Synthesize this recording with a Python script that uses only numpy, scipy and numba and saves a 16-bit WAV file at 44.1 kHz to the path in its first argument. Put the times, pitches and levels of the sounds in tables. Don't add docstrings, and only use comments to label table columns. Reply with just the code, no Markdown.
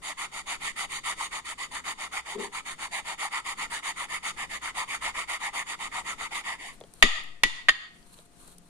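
import sys
import numpy as np
from scipy import signal
from scipy.fft import rfft, irfft
from scipy.io import wavfile
from numba import njit

SR = 44100
rng = np.random.default_rng(int(sys.argv[2]) if len(sys.argv) > 2 else 0)


def store_pcm(level_fs):
    pcm = np.round(np.clip(level_fs, -1, 1) * 32767).astype(np.int16)
    wavfile.write(sys.argv[1], SR, np.atleast_2d(pcm).T)


N = 383211
RIGHT_LEAD_S = 0.000103


def from_db(db):
    return 10 ** (np.asarray(db) / 20)


def rms_one(x):
    return x / np.sqrt(np.mean(x ** 2) + 1e-20)


def envelope(rows):
    times, levels_db = np.transpose(rows)
    t = np.arange(N) / SR
    gate = np.clip(np.minimum(t - times[0], times[-1] - t) / 0.02163 + 1, 0, 1)
    return np.interp(t, times, levels_db), gate


def coloured(x, points):
    hz, db = np.transpose(points)
    log_hz = np.log(np.arange(N // 2 + 1) * SR / N + 1)
    return rms_one(irfft(rfft(x) * from_db(np.interp(log_hz, np.log(hz), db)), N))


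def resonance(x, hz, width_hz):
    r = np.exp(-np.pi * width_hz / SR)
    poles = [1, -2 * r * np.cos(2 * np.pi * hz / SR), r * r]
    return signal.lfilter((1 - r * r) / 2 * np.array([1, 0, -1]), poles, x)


@njit
def sliding_resonance(x, hz, width_hz):
    r = np.exp(-np.pi * width_hz / SR)
    y = np.zeros_like(x)
    for i in range(2, x.shape[1]):
        pull = 2 * r * np.cos(2 * np.pi / SR * hz[i])
        for c in range(x.shape[0]):
            y[c, i] = (1 - r * r) / 2 * (x[c, i] - x[c, i - 2]) + pull * y[c, i - 1] - r * r * y[c, i - 2]
    return y


def band(x, low_hz, high_hz):
    return signal.sosfilt(signal.butter(2, [low_hz, high_hz], "band", fs=SR, output="sos"), x)


def grit(per_s, spread_db, channels):
    size = from_db(spread_db * np.minimum(rng.exponential(1, (channels, N)), 4))
    sign = rng.choice([-1, 1], (channels, N))
    return rms_one(size * sign * (rng.random((channels, N)) < per_s / SR) + 1e-9)


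def drift(corner_hz):
    r = np.exp(-2 * np.pi * corner_hz * 16 / SR)
    slow = rms_one(signal.lfilter([1], [1, -2 * r, r * r], rng.standard_normal(N // 16 + 2)))
    return np.interp(np.arange(N) / 16, np.arange(len(slow)), slow)


def flutter(corner_hz, depth_db):
    return from_db(depth_db * drift(corner_hz))


def sides(pan_db):
    return from_db(np.array([[.5], [-.5]]) * pan_db)


# (frequency [Hz], relative spectral level [dB])
AIR_SPECTRUM = [(18, 1), (45, -8.5), (90, -15.5), (175, -9), (300, -13.5), (700, -22), (1500, -24.5),
                (4000, -30.5), (9000, -29), (16000, -52.5)]


def workshop_air():
    noise = rng.standard_normal((3, N))
    common, own = noise[0], noise[1:]
    lowpass = signal.butter(1, 600, fs=SR, output="sos")
    air = signal.sosfilt(lowpass, common + 0.6 * own) + own - signal.sosfilt(lowpass, own)
    return from_db(-57) * sides(5.6) * coloured(air, AIR_SPECTRUM) * flutter(2.8, depth_db=2.0)


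# (start [s], end [s], frequency [Hz], rms level at mid-swell [dB])
ENGINE_DRONES = [(.1, 3.1, 65, -70), (3.8, 5.7, 55.3, -64), (7.7, 8.34, 176.8, -73), (8.4, 8.9, 174.6, -63)]


def engines():
    out, t = np.zeros(N), np.arange(N) / SR
    for start, end, hz, level_db in ENGINE_DRONES:
        swell = from_db(level_db) * np.sin(np.pi * np.clip((t - start) / (end - start), 0, 1))
        out += swell * flutter(6, depth_db=3.0) * np.sqrt(2) * np.sin(2 * np.pi * hz * t)
    return out


def whine(hz=700, level_db=-73.5, start_s=5.9, rise_s=0.12):
    t = np.arange(N) / SR
    onset = from_db(level_db) * np.clip((t - start_s) / rise_s, 0, 1)
    return onset * flutter(3, depth_db=1) * np.sqrt(2) * np.sin(2 * np.pi * hz * t)


# (lower edge [Hz], T60 [s], relative level [dB])
ROOM_BANDS = [(98, 0.25, -2), (710, 0.53, -3), (1980, 0.58, -9.5), (2750, 0.51, -1), (5160, 0.42, 0.5),
              (9330, 0.12, -10.5), (16110, .15, -8)]


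def room(x, far_wall_s=0.15, spread_s=0.035, far_wall_db=4.0):
    t, tail = np.arange(SR) / SR, 0
    for (low, t60, db), (high, *_) in zip(ROOM_BANDS, ROOM_BANDS[1:]):
        tail = tail + band(rng.standard_normal((2, SR)), low, high) * from_db(db - 60 * t / t60)
    build_up = 1 - np.exp(-(t / 0.002) ** 2)
    tail *= build_up * from_db(far_wall_db * np.exp(-((t - far_wall_s) / spread_s) ** 2))
    return signal.fftconvolve(x, tail / np.sqrt(np.sum(tail ** 2) / 2), axes=1)[:, :N]


# (time [s], level [dB])
BOX_ENVELOPE = [(2.345, -61), (2.365, -37), (2.395, -32.5), (2.41, -39), (2.43, -41.5), (2.47, -45),
                (2.5, -58)]
# (frequency [Hz], bandwidth [Hz], relative level [dB])
BOX_MODES = [(210, 27, -8), (400, 47, -1)]


def box():
    level_db, gate = envelope(BOX_ENVELOPE)
    slips = grit(per_s=920, spread_db=3.5, channels=2)
    slips[1] = 0.97 * slips[0] + 0.75 * slips[1]
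    groan = sum(from_db(db) * rms_one(resonance(resonance(slips, hz, width), hz, 3 * width))
                for hz, width, db in BOX_MODES)
    return gate * from_db(level_db) * sides(7.0) * groan


# (time [s], level [dB])
RUSTLE_ENVELOPES = [
    [(6.74, -52), (6.8, -77), (6.87, -63), (6.93, -65), (7.01, -56)],
    [(7.95, -68), (8.06, -64), (8.12, -57.5), (8.2, -58), (8.3, -68), (8.42, -55.5), (8.48, -50),
     (8.53, -56), (8.6, -72), (8.69, -61)],
]
# (frequency [Hz], relative spectral level [dB])
RUSTLE_SPECTRUM = [(1180, -58), (2000, -13), (3610, -9.5), (4300, -3.5), (4820, -20.5), (9170, -2.5),
                   (14700, -23), (16000, -35)]


def glove_rustle():
    cloth = grit(per_s=5100, spread_db=1.5, channels=2) * flutter(26, depth_db=2.5)
    hiss = coloured(cloth, RUSTLE_SPECTRUM)
    body = from_db(-9.0) * rms_one(band(cloth, 860, 1460)) * sides(7.7)
    movement = sum(gate * from_db(level_db) for level_db, gate in map(envelope, RUSTLE_ENVELOPES))
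    return movement * (hiss + body)


# (time [s], level [dB], frequency [Hz], thud relative to tick [dB])
GLOVE_TICKS = [(2.375, -43, 3400, -8), (6.804, -46, 8990, -9), (6.811, -41, 3450, 3), (6.838, -43, 3320, 0),
               (6.938, -41, 9180, -17), (7.237, -46, 10000, -21), (8.028, -52, 4640, -17),
               (8.141, -46, 4210, -21), (8.188, -42, 3860, -8), (8.477, -45, 9230, -12),
               (8.583, -42, 9390, -26)]


def glove_ticks():
    out, t = np.zeros((2, N)), np.arange(900) / SR
    for start, level_db, hz, thud_db in GLOVE_TICKS:
        noise = band(rng.standard_normal((2, len(t))), hz / 2, 1.35 * hz)
        snap = (np.sin(2 * np.pi * hz * t) + 1.4 * noise) * np.exp(-t / 0.0016)
        thud = rms_one(band(rng.standard_normal(len(t)), 380, 680)) * np.exp(-t / 0.0069)
        at = round(start * SR)
        out[:, at:at + len(t)] += from_db(level_db) * sides(3.6) * (snap + from_db(thud_db) * thud)
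    return out


# (time [s], left level [dB], right level [dB], rise time [s])
AIR_PUFFS = [(7.028, -12, -17, .014), (7.438, -22, -37, .013), (7.692, -34, -46, .012)]


def puffs(swing_hz=2.1, decay_s=0.12):
    suction, t = np.zeros((2, N)), np.arange(N) / SR
    for start, left_db, right_db, rise_s in AIR_PUFFS:
        age = np.clip((t - start) / rise_s, 0, None)
        suction -= from_db([[left_db], [right_db]]) * age ** 2 * np.exp(2 - 2 * age)
    r = np.exp(-1 / (decay_s * SR))
    membrane = signal.lfilter([1, -2, 1], [1, -2 * r * np.cos(2 * np.pi * swing_hz / SR), r * r], suction)
    gust = rms_one(band(rng.standard_normal(N), 170, 380))
    return membrane + from_db(-16) * gust * suction * sides(12.0)


# (frequency [Hz], T60 [s])
FREE_MODES = [(390, 0.033), (640, 0.027), (1150, 0.013), (1830, 0.055), (1950, 0.11), (2260, 0.018),
              (2820, 0.015), (3520, .03), (4490, 0.02), (6700, .025), (8400, 0.018)]
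# (level of each mode in turn [dB], ..., crunch level [dB])
STRIKE_SPOTS = [(-10, -5, -3, 2, -5, 7.5, 7, -4, -2, -14, -10, 21),
                (-26, -35.5, -21, -13, -1, -3, -2, -2, -12, -17, -28, 13.7),
                (-28, -25, -6, 2.5, -25, -11.5, 0.5, -4, -2, -14, -29, 8)]
# (time [s], knock index, strength [dB], contact time [s], snap level [dB])
CONTACTS = [(7.0245, 0, -16, .00003, -3), (7.0256, 0, -9, .00003, 3), (7.0286, 0, -13, .00008, -3),
            (7.0316, 0, -21, .00006, -12), (7.0362, 0, -27, .00002, -16), (7.4343, 1, -21, .00002, -10),
            (7.4352, 1, -9, .00003, 6), (7.4374, 1, -13, .00004, 5), (7.6851, 2, -3, .00012, -16),
            (7.6883, 2, -2, .00008, -5), (7.6931, 2, -5, .00004, -6), (7.7045, 2, -21, .00003, -28)]


def knocks(snap_s=0.00007):
    out, t = np.zeros((len(STRIKE_SPOTS), 2, N)), np.arange(4096) / SR
    age = np.clip(t - [[RIGHT_LEAD_S], [0]], 0, None)
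    pressure_snap = age / snap_s * (2 - age / snap_s) * np.exp(-age / snap_s)
    for start, knock, strength_db, contact_s, snap_db in CONTACTS:
        *levels_db, crunch_db = STRIKE_SPOTS[knock]
        ring = sum((-1) ** k * from_db(level_db - 60 * age / t60) * np.sin(2 * np.pi * hz * age)
                   for k, ((hz, t60), level_db) in enumerate(zip(FREE_MODES, levels_db)))
        grains = rng.standard_normal((2, len(t))) * np.exp(-t / 0.0025)
        settling = 0.33 * np.exp(-t / 0.01) * band(rng.standard_normal((2, len(t))), 1800, 9000)
        crunch = sum((-1) ** k * from_db(max(db)) * resonance(grains + settling, hz, 2 * width)
                     for k, (hz, width, *db) in enumerate(PRESSED_MODES))
        r = np.exp(-1 / (contact_s * SR))
        ring = signal.lfilter([(1 - r) ** 2], [1, -2 * r, r * r], ring)
        crunch = from_db(crunch_db) * signal.lfilter([1 - r], [1, -r], crunch)
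        impact = from_db(strength_db) * (ring + crunch) + from_db(snap_db) * pressure_snap
        at = round(start * SR)
        out[knock, :, at:at + len(t)] += impact
    return out


# (start [s], duration [s], relative level [dB], swell from start to end [dB])
PAD_STROKES = [(0.025, 0.11, -35.5, 6.5), (0.178, 0.094, -34.5, 1), (0.324, 0.098, -37, 6),
               (0.468, 0.1, -34.5, 0), (0.61, 0.11, -34, 2), (0.766, 0.097, -32.5, 0),
               (0.899, 0.1, -34.5, 6), (1.044, 0.1, -31, 0), (1.173, 0.11, -34, 3.5),
               (1.319, 0.088, -34.5, -2), (1.453, 0.088, -36, 1), (1.585, 0.087, -36, -4),
               (1.717, 0.092, -36, 1), (1.848, 0.09, -34.5, 2), (1.984, 0.096, -36.5, 1),
               (2.122, 0.091, -35.5, 0), (2.257, 0.11, -38, 1), (2.387, 0.097, -37, -1),
               (2.526, 0.087, -38, 4), (2.657, 0.092, -37, -3), (2.789, 0.092, -36.5, 2),
               (2.92, 0.094, -34, -3), (3.053, 0.1, -35.5, 2), (3.188, 0.1, -33, -1),
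               (3.314, 0.096, -34, 4), (3.453, 0.089, -34, -1), (3.578, 0.089, -34.5, 2),
               (3.708, 0.097, -33, -2), (3.833, 0.092, -33.5, 2), (3.967, 0.095, -35, -0.5),
               (4.093, 0.097, -35, 3), (4.235, 0.085, -33, 2), (4.371, 0.089, -37, 4),
               (4.501, 0.084, -35.5, 4), (4.62, 0.096, -34.5, 1), (4.752, 0.096, -32.5, 0),
               (4.881, 0.1, -35, 2), (5.018, 0.098, -32.5, -3), (5.148, 0.1, -34, 0),
               (5.282, 0.095, -33, 0.5), (5.403, 0.097, -34, 5), (5.536, 0.098, -33, -0.5),
               (5.667, 0.089, -35, 3), (5.795, 0.089, -34.5, 2), (5.921, 0.099, -35, 4),
               (6.052, 0.096, -35, 1), (6.186, 0.093, -36.5, 3), (6.318, 0.1, -33.5, -1),
               (6.445, 0.12, -36.5, -4), (6.591, 0.15, -41.5, -8)]


def stroke_forces(lead_in_s=0.013, run_out_s=0.006, dulling_db_per_s=0.69):
    bass, treble, t = np.zeros(N), np.zeros(N), np.arange(N) / SR
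    for start, length, level_db, swell_db in PAD_STROKES:
        progress = np.clip((t - start + lead_in_s) / (lead_in_s + length + run_out_s), 0, 1)
        arch = np.sin(np.pi * progress)
        speed = arch ** 0.96 * from_db(level_db + swell_db * (progress - .5))
        tilt_db = dulling_db_per_s * start
        bass += speed * from_db(tilt_db / 2)
        treble += speed * arch ** 0.28 * from_db(-tilt_db / 2)
    last_stroke = t > PAD_STROKES[-1][0] - lead_in_s
    return bass, treble, last_stroke


# (frequency [Hz], bandwidth [Hz], left gain [dB], right gain [dB])
PRESSED_MODES = [(661, 216, -43.5, -12.5), (873, 187, 1, -0.5), (1018, 300, 2, -1.5), (1284, 224, 1, -4.5),
                 (1793, 163, -2.5, -4), (2096.2, 330, 0, 2), (2194, 300, -45.5, -29),
                 (2912, 230, -4.5, -20), (3706, 310, -8, -4.5), (4554, 156, -6.5, -5),
                 (5700, 670, -35, -16), (6780, 384, -6.5, -5), (7500, 970, -17.5, -8),
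                 (8730, 1440, -12.5, -7.5), (10610, 1440, -15.5, -17.5), (13860, 2800, -37, -42.5)]


def rubbing(crossover_hz=2120, wander_hz=45, slack_ratio=0.78, slack_db=-4, scrape_db=14):
    bass, treble, last_stroke = stroke_forces()
    common, left, right = grit(per_s=5000, spread_db=2.5, channels=3) * flutter(42, depth_db=0.5)
    common += from_db(-9.5) * grit(per_s=220, spread_db=2.5, channels=1)[0]
    coherent = np.array([np.roll(common, round(RIGHT_LEAD_S * SR)), common])
    scrape = np.zeros((2, N))
    for k, (hz, width, left_db, right_db) in enumerate(PRESSED_MODES):
        coherence = 1 / (1 + (hz / crossover_hz) ** 4)
        grains = np.sqrt(coherence) * coherent + np.sqrt(1 - coherence) * np.array([left, right])
        force = treble if hz > crossover_hz else bass
        force = force * flutter(11.1, depth_db=1.21)
        centre_hz = hz + wander_hz * drift(9.0)
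        if hz < 1500:
            centre_hz *= slack_ratio ** last_stroke
            force *= from_db(slack_db * last_stroke)
        ring = sliding_resonance(grains * force + 1e-18, centre_hz, width)
        scrape += (-1) ** k * from_db([[left_db], [right_db]]) * ring
    shake = rms_one(band(rng.standard_normal((2, N)), 225, 450)) * np.sqrt(bass)
    return from_db(scrape_db) * scrape + from_db([[-39], [-54.5]]) * shake


def scene(rub_room_db=-19, knock_room_db=(-11, -12.5, -17.5)):
    rub, blows = rubbing(), knocks()
    knocks_to_room = sum(from_db(db) * blow for db, blow in zip(knock_room_db, blows))
    reverberation = room(from_db(rub_room_db) * rub + knocks_to_room)
    pads = rub + blows.sum(axis=0) + reverberation + puffs()
    return pads + glove_rustle() + glove_ticks() + box() + workshop_air() + engines() + whine()


def record(dry, threshold_db=-21.5, release_db_per_s=115, slope=0.15, smoothing_s=0.0087):
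    fall_db = release_db_per_s * np.arange(N) / SR
    level_db = 20 * np.log10(np.abs(dry).max(axis=0) + 1e-9)
    peak_db = np.maximum.accumulate(level_db + fall_db) - fall_db
    over_db = np.maximum(peak_db - threshold_db, 0)
    r = np.exp(-1 / (smoothing_s * SR))
    held = dry * from_db(-slope * signal.lfilter([1 - r], [1, -r], over_db))
    rounded = .88 * np.tanh(held / .88)
    return signal.sosfilt(signal.cheby2(12, 70, 16536, fs=SR, output="sos"), rounded)


dry = scene()
out = record(dry)
store_pcm(out)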